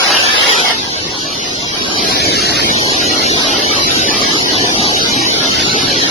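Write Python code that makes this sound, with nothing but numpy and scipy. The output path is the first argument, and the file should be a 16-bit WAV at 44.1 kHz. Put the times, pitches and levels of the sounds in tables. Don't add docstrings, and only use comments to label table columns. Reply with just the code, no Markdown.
import sys
import numpy as np
from scipy import signal
from scipy.fft import rfft, irfft, next_fast_len
from scipy.io import wavfile
from scipy.ndimage import uniform_filter1d

SR = 44100
rng = np.random.default_rng(int(sys.argv[2]) if len(sys.argv) > 2 else 0)


def wrap_up_sound(samples):
    columns = np.atleast_2d(samples).T
    tamed = np.clip(columns, -1, 1)
    steps = np.round(tamed * 32767).astype(np.int16)
    wavfile.write(sys.argv[1], SR, steps)


N = 269010
TIME_S = np.arange(N) / SR
FFT_SIZE, OVERLAP = 2048, 1536
BIN_HZ = np.fft.rfftfreq(FFT_SIZE, 1 / SR)
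CREST_S = 3.47

# (frequency [Hz], density [dB])
SIZZLE_SPECTRUM = [(7000, -50), (8300, -7.5), (9200, -3.5), (10200, -1), (11300, 0), (12200, -12)]


def exhaust(drive_db):
    # (frequency [Hz], density [dB])
    roar_spectrum = [(200, -15.5), (400, -4.5), (500, -1.5), (620, -2.5), (750, 0), (900, -4), (1100, -2.5),
                     (1350, -4.5), (1600, -3.5), (2400, -3.5), (2900, -22), (4000, -40), (8000, -65)]
    ease_db_per_s = -0.52
    return amp(-18 + drive_db + ease_db_per_s * abs(TIME_S - CREST_S)) * turbulence(roar_spectrum)


def turbine(drive_db):
    # (frequency [Hz], density [dB])
    hiss_spectrum = [(1800, -35), (2500, -9.5), (2950, -1), (3450, -2), (3900, 0), (4500, -0.2),
                     (5200, -0.5), (6200, -5.5), (7000, -13.5), (8600, -38), (12200, -58)]
    # (time [s], centre [Hz], level [dB])
    whine_track = [(0, 3900, -15), (.8, 3930, 5), (1.3, 4130, -9), (1.8, 4080, -14), (2.9, 4100, 6),
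                   (3.6, 4090, -4), (4.0, 3940, 8), (4.5, 4060, -7), (5.05, 4000, 7), (5.4, 4004, 6),
                   (5.7, 4064, 2), (6.1, 4200, 8.5)]
    # (multiple of centre [1], width [Hz], level [dB])
    whine_bands = [(1.0, 33, 0.5), (1.0, 650, -1.5)]
    hiss = amp(-14.5 + drive_db) * turbulence(hiss_spectrum)
    centre_hz, whine_db = curve(whine_track)
    whine = sum(amp(db) * noise_band(multiple * centre_hz, width_hz)
                for multiple, width_hz, db in whine_bands)
    return hiss + amp(-31 + whine_db) * whine


def air_rush():
    # (frequency [Hz], density [dB])
    stream_spectrum = [(60, -42), (150, -20), (300, -14.5), (430, -6.5), (540, -4), (620, -12), (800, -1.5),
                       (1100, -3), (1550, -2), (2100, -3), (2600, -3), (3200, -1.5), (3750, -3), (4500, -6),
                       (5200, -3), (6200, -9.5), (7100, -14.5), (8600, -35), (12200, -60)]
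    buffet_spectrum = [(100, -32), (300, -8), (520, 2.5), (800, 2.5), (1000, -26), (1500, -27)]
    # (time [s], half width [s], gain [dB])
    gusts = [(.17, 0.06, 1.5), (.335, 0.012, -0.5), (.38, .015, 1), (.425, 0.018, 2.5), (.5, 0.039, 3),
             (.55, 0.013, -0.5), (.635, 0.016, -2), (.708, .008, 3)]
    shoves = [(.115, 0.042, 3.5), (.42, 0.033, -3), (.66, 0.02, 4)]
    gust_db = bumps(gusts) + 0.67 * wobble(20, 160)
    shared_only = np.array([[1], [0]])
    buffet = amp(-11.5 + bumps(shoves)) * turbulence(buffet_spectrum) * shared_only
    grit = amp(-17.5) * turbulence(SIZZLE_SPECTRUM) + amp(-13) * crackle()
    stream = gliding_hollows(turbulence(stream_spectrum) + buffet + howl(gust_db))
    return amp(-12.5 + rush_envelope_db()) * (amp(gust_db) * stream + amp(1.1 * gust_db) * grit)


def rush_envelope_db():
    sag_s, sag_db_per_s = 0.57, -16
    cut_s, cut_db_per_s = 0.712, -500
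    tail_db, tail_db_per_s = -1, -135
    after_s = np.maximum(TIME_S - cut_s, 0)
    cut_db = np.maximum(cut_db_per_s * after_s, tail_db + tail_db_per_s * after_s)
    return sag_db_per_s * np.maximum(TIME_S - sag_s, 0) + cut_db


def howl(gust_db):
    # (centre [Hz], width [Hz], level [dB])
    tones = [(1713, 91, -21), (2130, 90, -17), (3112, 110, -14), (4870, 170, -14.5)]
    octaves_per_db, fits_db = -0.1, 3
    pitch = 2 ** (octaves_per_db * uniform_filter1d(gust_db, size=2000))
    return sum(amp(db + fits_db * wobble(4.85, 18)) * noise_band(hz * pitch, width_hz)
               for hz, width_hz, db in tones)


def crackle(ticks_per_s=100, centre_hz=2350):
    ticks = rng.standard_normal((2, N)) * (rng.random(N) < ticks_per_s / SR)
    return unit_rms(resonate(ticks, np.full(N, centre_hz), width_hz=3600))


def gliding_hollows(x):
    # (time [s], centre [Hz])
    glide = [(0, 2080), (.13, 1970), (.27, 2100), (.38, 2380), (.5, 2410), (.58, 2200), (.66, 2380)]
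    # (multiple of centre [1], width [Hz], depth [0-1])
    notches = [(1.0, 420, 1), (1.83, 600, 0.9)]
    centre_hz, = curve(glide)
    for multiple, width_hz, depth in notches:
        unit_gain = 2 * (1 - np.exp(-np.pi * width_hz / SR)) ** 2
        x = x - depth * unit_gain * resonate(x, multiple * centre_hz, width_hz)
    return x


def cabin(swell_db):
    # (frequency [Hz], density [dB])
    rumble_spectrum = [(10, -42), (30, -35), (50, -7.5), (70, -1), (100, 1), (150, 2.5), (200, -2),
                       (300, -13.5), (600, -26.5)]
    boom_spectrum = [(120, -23), (200, -6.5), (245, -2), (295, 0.5), (370, -2.5), (430, -2), (520, -14.5),
                     (900, -57)]
    # (time [s], half width [s], gain [dB])
    surges = [(2.2, 0.25, 2), (2.68, 0.17, 2), (3.68, 0.1, -7), (4.15, .1, -1), (5.66, 0.1, 2.5)]
    rushing = amp(rush_envelope_db())
    rumble_db = -29.5 + swell_db - 4 * rushing + bumps(surges) + 0.7 * wobble(2, 8)
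    boom_db = -23 + swell_db - 1.5 * rushing
    return amp(rumble_db) * turbulence(rumble_spectrum) + amp(boom_db) * turbulence(boom_spectrum)


def sizzle():
    ease_db_per_s = -1.1
    level_db = -32.5 + swell(quiet_db=-8.5) + ease_db_per_s * np.maximum(TIME_S - CREST_S, 0)
    return amp(level_db + wobble(3, 25)) * turbulence(SIZZLE_SPECTRUM)


def microphones(spectra):
    # (time [s], right delay [ms], diffuseness [1 = usual])
    aim = [(0, 0.3, 1.05), (.35, 0.28, 2.6), (.65, 0.307, 2.15), (.8, 0.36, 0.61), (.97, 0.31, 0.86),
           (1.16, 0.25, 0.75), (1.38, 0.33, 1.26), (1.62, 0.32, 0.78), (1.76, 0.333, 1.5),
           (1.92, 0.37, 1.9), (2.14, 0.45, 0.42), (2.38, 0.46, 0.22), (2.58, 0.47, 1.43), (2.85, 0.3, 0.54),
           (3.05, 0.4, 0.8), (3.3, .33, 0.48), (3.7, 0.35, 1.1), (4.0, 0.37, 0.4), (4.25, 0.37, 1.4),
           (4.45, 0.34, 1.3), (4.88, 0.28, 0.38), (4.98, 0.41, 0.78), (5.12, 0.33, 0.59),
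           (5.35, 0.35, 0.67), (5.68, 0.33, 0.56), (5.9, 0.37, 0.62), (6.1, 0.28, 1)]
    # (frequency [Hz], left-right coherence [0-1], extra left lead [rad])
    image = [(30, 1, 0), (70, 1, -0.24), (150, 0.98, -0.61), (306, 0.8, -0.72), (486, 0.34, -0.25),
             (780, 0.28, -0.93), (1230, 0.37, 0.15), (1510, 0.2, -0.085), (2540, 0.51, -0.47),
             (3260, 0.38, -0.14), (4370, 0.03, 0.32), (7000, 0.03, 0.57)]
    delay_ms, diffuseness = (at_frames(column, spectra.shape[2]) for column in curve(aim))
    coherence, lead_rad = spectrum(image, BIN_HZ[:, None])
    coherence = np.clip(coherence, .01, .998) ** diffuseness
    phase_rad = lead_rad * diffuseness + 2 * np.pi * BIN_HZ[:, None] * delay_ms / 1000
    shared, apart = spectra[0] * np.sqrt(1 + coherence), spectra[1] * np.sqrt(1 - coherence)
    left = (shared + apart) * np.exp(.5j * phase_rad)
    right = (shared - apart) * np.exp(-.5j * phase_rad)
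    mid_power, side_power = 1 + coherence * np.cos(phase_rad), 1 - coherence * np.cos(phase_rad)
    mid_side = np.array([(left + right) / np.sqrt(mid_power), (left - right) / np.sqrt(side_power)]) / 2
    return mid_side, 10 * np.log10(mid_power / side_power)


def shimmer(x):
    # (frequency [Hz], image wander [dB], level flicker [dB], dropout threshold [dB])
    texture = [(60, 4, 3, -45), (306, 1, 0.5, -40), (596, 3.5, 3.5, -11), (866, 5.5, 4, -7.5),
               (1290, 7, 3.5, -5), (2240, 13, 4.5, -2.5), (3660, 15, 4.5, -3), (4000, 10.5, 4.5, -7.5),
               (5800, 6, 4, -7), (7920, 30, 7.5, 9.5), (9900, 4.5, 5, -9)]
    wander_db, flicker_db, threshold_db = spectrum(texture, BIN_HZ[:, None])
    mid_side, ratio_db = microphones(signal.stft(x, nperseg=FFT_SIZE, noverlap=OVERLAP)[2])
    shape = bins, frames = mid_side.shape[1:]
    wander = unit_rms(patches(shape, size=(12, 4)) + 0.94 * patches(shape, size=(6, 4)))
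    wander *= 1 - 0.34 * at_frames(amp(rush_envelope_db()), frames)
    balance_rad = np.arctan(amp(1.63 * ratio_db + thinning_db(frames) + wander_db * wander))
    flicker = np.minimum([patches(shape, size=(2, 5)) for _ in mid_side], 1.2)
    gain = amp(flicker_db * flicker) * np.array([np.sin(balance_rad), np.cos(balance_rad)])
    gain /= np.sqrt(1 + (amp(threshold_db) / (gain + 1e-6)) ** 10)
    gain /= np.sqrt(np.mean(np.sum(gain ** 2, axis=0), axis=1, keepdims=True))
    mid, side = mid_side * gain
    left_right = np.array([mid + side, mid - side])
    return signal.istft(left_right, nperseg=FFT_SIZE, noverlap=OVERLAP)[1][:, :N]


def thinning_db(frames, centre_hz=2100, half_width_hz=680):
    # (time [s], half width [s], mid-to-side ratio [dB])
    tilts = [(.96, .03, -13), (1.18, 0.086, -9.5), (1.6, 0.032, -7), (2.85, 0.1, -8.5), (4.5, 0.14, -3),
             (4.8, 0.21, -11), (5.35, .1, -7)]
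    band = np.exp(-((BIN_HZ[:, None] - centre_hz) / half_width_hz) ** 2)
    return band * at_frames(bumps(tilts), frames)


def turbulence(colour):
    length = next_fast_len(N)
    gain = amp(spectrum(colour, np.fft.rfftfreq(length, 1 / SR))[0])
    white = rng.standard_normal((2, length))
    return unit_rms(irfft(rfft(white) * gain, length)[:, :N])


def noise_band(centre_hz, width_hz):
    return unit_rms(resonate(rng.standard_normal((2, N)), centre_hz, width_hz))


def resonate(x, centre_hz, width_hz):
    carrier = np.exp(2j * np.pi * np.cumsum(centre_hz) / SR)
    pole = np.exp(-np.pi * width_hz / SR)
    return (carrier * signal.lfilter([1], [1, -2 * pole, pole * pole], x / carrier)).real


def swell(quiet_db, start_s=1.67, rise_s=0.43):
    return quiet_db * (1 - np.clip((TIME_S - start_s) / rise_s, 0, 1))


def wobble(slow_hz, fast_hz):
    rates_hz = np.geomspace(slow_hz, fast_hz, 20)
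    return unit_rms(sum(np.sin(2 * np.pi * (hz * TIME_S + rng.random())) for hz in rates_hz))


def bumps(table):
    return sum(db * np.exp(-((TIME_S - at_s) / half_s) ** 2) for at_s, half_s, db in table)


def patches(shape, size):
    field = rng.standard_normal(shape)
    for axis, length in enumerate(size):
        for _ in range(2):
            field = uniform_filter1d(field, length, axis, mode="wrap")
    return unit_rms(field)


def curve(table):
    times_s, *columns = np.transpose(table)
    return [np.interp(TIME_S, times_s, column) for column in columns]


def spectrum(table, at_hz):
    hz, *columns = np.transpose(table)
    return [np.interp(np.log(at_hz + 1), np.log(hz), column) for column in columns]


def at_frames(x, frames):
    return x[np.linspace(0, N - 1, frames).astype(int)]


def amp(db):
    return 10 ** (np.asarray(db) / 20)


def unit_rms(x):
    return x / np.sqrt(np.mean(x ** 2) + 1e-20)


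def scene():
    swell_db = swell(quiet_db=-6)
    drive_db = swell_db + 0.23 * wobble(7.9, 18)
    return shimmer(cabin(swell_db) + exhaust(drive_db) + turbine(drive_db) + sizzle() + air_rush())


def record(dry):
    # (frequency [Hz], gain [dB])
    treble_hollow = [(7200, 0), (7500, -1), (7700, -9), (8030, -9), (8180, -28), (8330, 0)]
    cutoff_hz = 12200
    clipped = np.clip(dry, -.97, .97)
    notch = signal.firwin2(1023, BIN_HZ, amp(spectrum(treble_hollow, BIN_HZ)[0]), fs=SR)
    lowpass = signal.firwin(511, cutoff_hz, window=("kaiser", 9), fs=SR)
    return signal.oaconvolve(clipped, np.convolve(notch, lowpass)[None], "same", axes=1)


dry = scene()
out = record(dry)
wrap_up_sound(out)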